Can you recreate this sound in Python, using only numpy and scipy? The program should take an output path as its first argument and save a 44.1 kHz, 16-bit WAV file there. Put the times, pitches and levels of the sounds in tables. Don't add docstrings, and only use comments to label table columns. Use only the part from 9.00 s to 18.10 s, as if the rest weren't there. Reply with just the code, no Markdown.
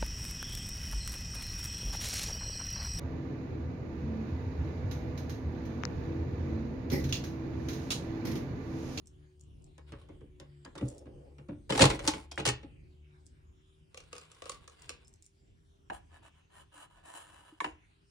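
import sys
import numpy as np
from scipy import signal
from scipy.fft import rfft, irfft
from scipy.io import wavfile
from scipy.ndimage import uniform_filter1d, map_coordinates

SR = 44100
rng = np.random.default_rng(int(sys.argv[2]) if len(sys.argv) > 2 else 0)


def pcm_store(signal):
    levels = np.round(np.clip(np.atleast_2d(signal), -1, 1) * 32767)
    wavfile.write(sys.argv[1], SR, levels.astype(np.int16).T)


N = 401310
BURST_SAMPLES = 16384

# pitch_hz, width_hz, boost_db
HOUSING_MODES = [(118, 52, 5.5), (144.6, 15, 13), (295, 50, 12), (426, 38, 9), (506, 32, 12), (564, 28, 11),
                 (852, 31, 10), (1020, 200, 3.8)]
# pitch_hz, side_db
MACHINE_WIDTH = [(130, -29), (300, -15.5), (480, -8), (640, 7), (860, -1.5), (1900, -4.5), (2900, 4.5),
                 (5500, -5), (10000, 2), (15000, -5.5)]
# start_s, strength_db, hardness_db
LID_CLUNKS = [(2.694, -39, -6.5), (2.776, -32.5, 1.5), (2.792, -25, -2), (2.806, -23.5, -3.5),
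              (2.813, -21.5, -2.5), (2.817, -21, 5), (2.837, -25.5, 1), (2.852, -28.5, 5.5),
              (2.9, -33.5, 0), (2.991, -44, -1), (3.075, -30.5, 10), (3.135, -41, -2.5),
              (3.314, -50.5, 8.5), (3.377, -39.5, -6), (3.385, -48.5, -2), (3.398, -41.5, -1.5),
              (3.63, -56.5, -12)]
# start_s, strength_db, hardness_db, contact_count, first_gap_s, gap_growth, loss_per_contact_db
LID_RATTLES = [(2.701, -33, -2, 3, 0.02, 1.5, 1.5), (3.452, -34, 6.5, 4, .0105, 1.1, -0.1)]
# start_s, length_s, level_db
HINGE_STROKES = [(2.7, 0.28, -42), (2.93, 0.34, -55.5), (3.04, 0.085, -43.5)]


def lid():
    contacts = list(LID_CLUNKS) + [contact for row in LID_RATTLES for contact in rattle(*row)]
    clunks = blows(contacts, HOUSING_MODES, MACHINE_WIDTH, low_hz=93, thump_hz=407, body_hz=474,
                   crack_hz=3400, thump_t60=0.13, body_t60=0.081, crack_t60=0.054,
                   thump_db=-1.5, body_db=1.0, crack_db=-6.0)
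    grind = rub(strokes(HINGE_STROKES), HOUSING_MODES, MACHINE_WIDTH, low_hz=70, high_hz=2020,
                fizz_hz=3770, fizz_db=-5.5, fizz_power=0.98, uneven_db=4.0, waver_db=3.0)
    return clunks + grind


# pitch_hz, width_hz, boost_db
CAPSULE_MODES = [(309.4, 30, 18.5), (834, 244, 14.5), (988, 85, 22.4), (1530, 94, 8.7), (1757, 87, 16),
                 (2914, 136, 10.5), (3970, 126, 9.4), (5070, 90, 3.5), (7060, 460, 11.5),
                 (9940, 2080, 15.6)]
# pitch_hz, side_db
SMALL_THINGS_WIDTH = [(320, -12.5), (550, 0.5), (780, 5), (1050, -4), (1800, -7), (2600, 4), (5500, -4.5),
                      (7500, 0), (14000, -2)]
# start_s, strength_db, hardness_db
CAPSULE_TAPS = [(6.899, -41, -8.5), (8.603, -34, 6), (8.643, -33.5, 1), (8.658, -46.5, 9)]
# start_s, length_s, level_db
CAPSULE_NUDGES = [(6.916, 0.078, -58), (7.09, 0.12, -65.5), (7.218, 0.083, -62), (7.33, 0.1, -71.5),
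                  (7.495, 0.16, -61.5), (7.715, 0.16, -58)]
# time_s, level_db
CAPSULE_TURN = [(7.9, -70), (7.976, -65.5), (8.028, -74), (8.06, -55), (8.136, -57), (8.168, -53),
                (8.274, -61), (8.508, -67), (8.59, -72)]


def capsule():
    taps = blows(CAPSULE_TAPS, CAPSULE_MODES, SMALL_THINGS_WIDTH, low_hz=88.5, thump_hz=490,
                 body_hz=810, crack_hz=2780, thump_t60=0.11, body_t60=0.03, crack_t60=0.2,
                 thump_db=-6.0, body_db=0.0, crack_db=-26)
    t = np.arange(N) / SR
    turning = (t > CAPSULE_TURN[0][0]) * (t < CAPSULE_TURN[-1][0])
    pressure = strokes(CAPSULE_NUDGES) + level(CAPSULE_TURN, column=1) * turning
    return taps + rub(pressure, CAPSULE_MODES, SMALL_THINGS_WIDTH, low_hz=236, high_hz=3030,
                      fizz_hz=6400, fizz_db=-1.5, fizz_power=1.52, uneven_db=3.0, waver_db=1.5)


# start_s, strength_db, hardness_db
HAND_KNOCKS = [(0.779, -53.5, 0.5), (0.92, -44.5, -3.5), (1.087, -54, -7.5), (1.208, -58, -10.5),
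               (1.399, -48.5, 4.5), (1.648, -46, 0.5), (1.752, -44.5, -2), (1.777, -46, 6.5),
               (1.81, -42, -14), (2.056, -55.5, -11), (2.383, -54.5, -4), (2.485, -47.5, -15)]
# start_s, length_s, level_db
GRIP_STROKES = [(0.85, 0.43, -71.5), (1.72, 0.33, -57), (1.95, 0.5, -62)]


def hand():
    knocks = blows(HAND_KNOCKS, HOUSING_MODES, MACHINE_WIDTH, low_hz=99.57, thump_hz=327, body_hz=427,
                   crack_hz=2160, thump_t60=0.17, body_t60=0.15, crack_t60=0.031,
                   thump_db=-3.0, body_db=-5.5, crack_db=-13.0)
    grip = rub(strokes(GRIP_STROKES), HOUSING_MODES, MACHINE_WIDTH, low_hz=270, high_hz=513,
               fizz_hz=2002, fizz_db=-10.5, fizz_power=4.4, uneven_db=2.5, waver_db=2.5)
    return knocks + grip


# start_s, pitch_hz, level_db, t60_s (t60 is the time to fade by 60 dB)
RINGING_NOTES = [(1.648, 4790, -50, 0.049), (1.831, 126, -19.5, 0.14), (2.491, 295, -31, 0.22),
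                 (3.076, 5090, -26, 0.022), (3.08, 306, -17.5, 0.08), (3.312, 3220, -56, 0.45),
                 (3.377, 1730, -7.5, 0.003), (3.472, 124.4, -24, 0.24), (5.496, 1163, -34, 0.05),
                 (6.051, 5250, -63, 0.13), (8.524, 312, -44.5, 0.078), (8.605, 1106, -27, 0.049)]


def ringing():
    t, out = np.arange(SR) / SR, np.zeros((2, N))
    for start_s, hz, db, t60 in RINGING_NOTES:
        envelope = amp(db - 60 * t / t60) * (1 - np.exp(-t * hz))
        add(out, start_s, envelope * np.sin(2 * np.pi * hz * t) * np.array([[1], [0]]))
    return out


# pitch_hz, width_hz, boost_db
BOWL_MODES = [(496, 61, 17.7), (1175, 78, 20), (2580, 330, 7.5)]
# start_s, strength_db, hardness_db
BOWL_BUMPS = [(4.944, -55, -1), (4.974, -51, 1.5), (5.129, -47, -1), (5.165, -56, 2), (5.181, -54, 4.5),
              (5.316, -62, 5.5), (5.42, -49, -3.5), (5.456, -50, -4), (5.495, -42.5, 3.5),
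              (5.677, -55, 1.5), (5.893, -44.5, 3.5)]


def bowl():
    contacts = []
    for row in BOWL_BUMPS:
        contacts += rattle(*row, count=3, gap_s=0.016 * rng.uniform(.5, 2), growth=1.2, loss_db=9.5)
    return blows(contacts, BOWL_MODES, SMALL_THINGS_WIDTH, low_hz=255, thump_hz=487, body_hz=945,
                 crack_hz=4530, thump_t60=0.033, body_t60=0.016, crack_t60=0.012,
                 thump_db=-4, body_db=-2.5, crack_db=-4.0)


# pitch_hz, width_hz, boost_db
CHARM_MODES = [(5410, 96, 21), (7400, 2000, 18.5)]
# start_s, level_db
LINK_TICKS = [(0.071, -61), (0.41, -64.5), (0.642, -68), (1.886, -52), (1.948, -71), (1.981, -61),
              (3.357, -62.5), (4.265, -64), (5.82, -60.5), (6.08, -63.5), (6.138, -66), (6.224, -62.5),
              (6.263, -62.5)]
PITCH_SCATTER = 0.016


def bracelet():
    spread_s, loss_db = 0.018, 10.5
    out = np.zeros((2, N))
    for start_s, db in LINK_TICKS:
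        for link, (wait, shift) in enumerate(rng.standard_normal((4, 2))):
            neighbour = link > 0
            modes = [(hz * (1 + PITCH_SCATTER * shift), wide, boost) for hz, wide, boost in CHARM_MODES]
            colour = response(modes, SMALL_THINGS_WIDTH, low_hz=3400, high_hz=SR)
            tick = burst(db - neighbour * loss_db, colour, rise_s=0.00036, t60=0.0095)
            add(out, start_s + neighbour * spread_s * wait, tick)
    return out


# pitch_hz, width_hz, boost_db
MUFFLED_MODES = [(455, 73, 8.5)]
# start_s, length_s, level_db
FINGER_STROKES = [(0.82, 0.4, -74), (4.9, 0.46, -68), (5.27, 0.4, -63.5), (5.62, 0.44, -66.5)]


def fingers():
    return rub(strokes(FINGER_STROKES), MUFFLED_MODES, SMALL_THINGS_WIDTH, low_hz=336, high_hz=3670,
               fizz_hz=4860, fizz_db=-4.0, fizz_power=1.38, uneven_db=3.5, waver_db=5)


# pitch_hz, t60_s
ECHO_TIMES = [(100, 0.29), (3000, 0.28), (14000, 0.08)]


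def kitchen(sound):
    echoes = rng.choice([-1., 1.], (2, SR // 2)) * (rng.random((2, SR // 2)) < 3000 / SR)
    echoes[:, :round(.005 * SR)] = 0
    hz, t, bands = signal.stft(echoes, SR, nperseg=256)
    fade = amp(-60 * t / at_pitch(ECHO_TIMES, hz)[:, None])
    tail = signal.istft(bands * fade, SR, nperseg=256)[1]
    return signal.fftconvolve(sound, tail / np.linalg.norm(tail[0]), axes=1)[:, :N]


# time_s, rumble_db, hum_db, hum_pitch_hz
BACKGROUND_CURVE = [(0.301, -62, -63.5, 74.17), (2.3, -59, -62, 71.17), (3.95, -61, -63.5, 73.07),
                    (4.7, -66.5, -70.5, 75.7), (7.1, -65, -76.5, 79.56), (8.6, -71, -81.5, 79.8)]
HUM_TONES = [6.5, -1, -18, -12.5, -6.5]
# pitch_hz, relative_db
RUMBLE_COLOUR = [(22, -32), (50, 5.5), (90, -3.5), (220, -19), (370, -19), (500, -31.5), (3000, -66)]
# pitch_hz, relative_db
HISS_COLOUR = [(700, -3), (3000, 2), (4500, -5.5), (9500, -9), (12000, -31)]


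def background():
    t, rows = np.arange(N) / SR, np.array(BACKGROUND_CURVE)
    pitch_hz = np.interp(t, rows[:, 0], rows[:, -1]) + .5 * drift(t, 5.5)
    cycles = np.cumsum(pitch_hz) / SR
    tones = sum(amp(db + 5.7 * drift(t, 8.7)) * np.sin(2 * np.pi * k * cycles)
                for k, db in enumerate(HUM_TONES, 1))
    hum = tones * level(BACKGROUND_CURVE, column=2) * np.array([[1], [.1]])
    rumble = level(BACKGROUND_CURVE, column=1) * air_noise(RUMBLE_COLOUR, patchy_db=2.5)
    hiss = amp(-78.5) * air_noise(HISS_COLOUR, patchy_db=4.5)
    return hum + rumble + hiss


# pitch_hz, side_db
NOISE_WIDTH = [(70, -12.5), (350, 0), (600, 8), (6000, -4.5), (12000, 9.5)]


def air_noise(colour, patchy_db):
    frames, hz = N // 256 + 5, np.fft.rfftfreq(1024, 1 / SR)
    real, imag = rng.standard_normal((2, 2, frames, 513))
    patches = uniform_filter1d(rng.standard_normal((frames, 513)), size=26, axis=0)
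    patches = unit_rms(uniform_filter1d(patches, size=22, axis=1))
    bands = (real + 1j * imag) * amp(at_pitch(colour, hz) + patchy_db * patches)
    bands[1] *= amp(at_pitch(NOISE_WIDTH, hz))
    return unit_rms(signal.istft(bands.transpose(0, 2, 1), nperseg=1024, noverlap=768)[1][:, :N])


def blows(rows, modes, width, low_hz, thump_hz, body_hz, crack_hz,
          thump_t60, body_t60, crack_t60, thump_db, body_db, crack_db):
    out = np.zeros((2, N))
    for start_s, strength, hardness in rows:
        shifts, lifts = rng.standard_normal((2, len(modes)))
        struck = [(hz * (1 + PITCH_SCATTER * shift), wide, db + 2.5 * lift)
                  for (hz, wide, db), shift, lift in zip(modes, shifts, lifts)]
        low_db, high_db = strength + thump_db - hardness, strength + crack_db + hardness
        boom = burst(low_db - 11.5, response(struck, width, 51, 51), rise_s=0.0074, t60=0.44)
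        thump = burst(low_db, response(struck, width, low_hz, thump_hz), 0.013, thump_t60)
        knock = burst(strength + body_db, response(struck, width, body_hz, crack_hz), 0.0013, body_t60)
        crack = burst(high_db, response(struck, width, crack_hz, 7900), 0.00067, crack_t60)
        add(out, start_s, boom + thump + knock + crack)
    return out


def burst(db, colour, rise_s, t60):
    t = np.arange(BURST_SAMPLES) / SR
    envelope = (1 - np.exp(-t / rise_s)) * amp(-60 * t / t60)
    chatter = amp(4.5 * drift(t, 600)) * rng.standard_normal((2, BURST_SAMPLES))
    sound = irfft(rfft(envelope * chatter) * colour)
    return amp(db) * sound / np.sqrt(np.sum(sound ** 2) / (.02 * SR))


def rattle(start_s, strength_db, hardness_db, count, gap_s, growth, loss_db):
    gaps = gap_s * growth ** np.arange(round(count))
    waits = np.cumsum(gaps) - gaps
    return [(start_s + wait, strength_db - loss_db * n, hardness_db) for n, wait in enumerate(waits)]


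def rub(pressure, modes, width, low_hz, high_hz, fizz_hz, fizz_db, fizz_power, uneven_db, waver_db):
    slips_per_s = 4800
    first, last = np.flatnonzero(pressure)[[0, -1]]
    t, press, out = np.arange(first, last) / SR, pressure[first:last], np.zeros((2, N))
    sizes = amp(uneven_db * np.minimum(rng.exponential(1, N), 4))
    sizes *= rng.random(N) < slips_per_s / SR
    slips = amp(waver_db * drift(t, 41)) * (sizes * rng.standard_normal((2, N)))[:, first:last]
    fizz = amp(fizz_db) * press.max() * (press / press.max()) ** fizz_power
    position = np.cumsum(1 + .015 * drift(t, 9))
    blend = np.sin(drift(t, 9)) ** 2
    for gain, edges in ((press, (low_hz, high_hz)), (fizz, (fizz_hz, 13000))):
        sound = sum(signal.fftconvolve(share * slips, irfft(response(modes, width, *edges)), axes=1)
                    for share in (blend, 1 - blend))
        bent = [map_coordinates(part[:len(t)], [position], order=3, mode="mirror") for part in sound]
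        add(out, t[0], gain * unit_rms(np.array(bent)))
    return out


def strokes(rows):
    pressure = np.zeros((1, N))
    for start_s, length_s, db in rows:
        arch = np.sin(np.linspace(0, np.pi, max(round(length_s * SR), 2)))
        add(pressure, start_s, amp(db) * np.abs(arch[None]) ** 0.8)
    return pressure[0]


def response(modes, width, low_hz, high_hz):
    hz = np.fft.rfftfreq(BURST_SAMPLES, 1 / SR)
    power = 1 + sum(amp(db) ** 2 / (1 + ((hz ** 2 - pitch ** 2) / (wide * (hz + 1))) ** 2)
                    for pitch, wide, db in modes)
    ripple = amp(3.5 * drift(hz, 1 / 139.8))
    colour = np.sqrt(power) * band(hz, low_hz, high_hz) * ripple
    mid = band(hz, 0, 9880, order=20) + amp(-9) * band(hz, 16000, SR, order=20)
    gain = colour * np.array([mid, amp(at_pitch(width, hz))])
    cepstrum = irfft(np.log(gain / gain.max() + 1e-5))
    cepstrum[:, 1:BURST_SAMPLES // 2] *= 2
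    cepstrum[:, BURST_SAMPLES // 2 + 1:] = 0
    return np.exp(rfft(cepstrum))


def band(hz, low_hz, high_hz, order=3):
    return 1 / np.sqrt((1 + (low_hz / (hz + 1)) ** (2 * order)) * (1 + (hz / high_hz) ** (2 * order)))


def drift(t, rate):
    return np.interp(t * rate, np.arange(BURST_SAMPLES), rng.standard_normal(BURST_SAMPLES))


def amp(db):
    return 10 ** (np.asarray(db) / 20)


def unit_rms(sound):
    return sound / np.sqrt(np.mean(sound ** 2) + 1e-30)


def at_pitch(points, hz):
    pitches, values = np.transpose(points)
    return np.interp(np.log(hz + 1), np.log(pitches + 1), values)


def level(rows, column):
    rows = np.array(rows)
    return amp(np.interp(np.arange(N) / SR, rows[:, 0], rows[:, column]))


def add(mix, start_s, sound):
    part = mix[:, max(round(start_s * SR), 0):][:, :sound.shape[1]]
    part += sound[:, :part.shape[1]]


def scene():
    machine = hand() + lid()
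    small_things = bowl() + fingers() + bracelet()
    holder = capsule()
    echo = kitchen(amp(-12.0) * machine + amp(-9.5) * small_things + amp(-13.5) * holder)
    mid, side = machine + ringing() + small_things + holder + echo + background()
    return np.array([mid + side, mid - side])


def record(dry):
    low_cut_hz, high_cut_hz = 36, 16000
    trimmed = signal.sosfilt(signal.butter(4, low_cut_hz, "high", fs=SR, output="sos"), dry)
    treble_cut = signal.firwin(511, high_cut_hz, window=("kaiser", 9), fs=SR)
    return signal.oaconvolve(trimmed, treble_cut[None], "same")


dry = scene()
out = record(dry)
pcm_store(out)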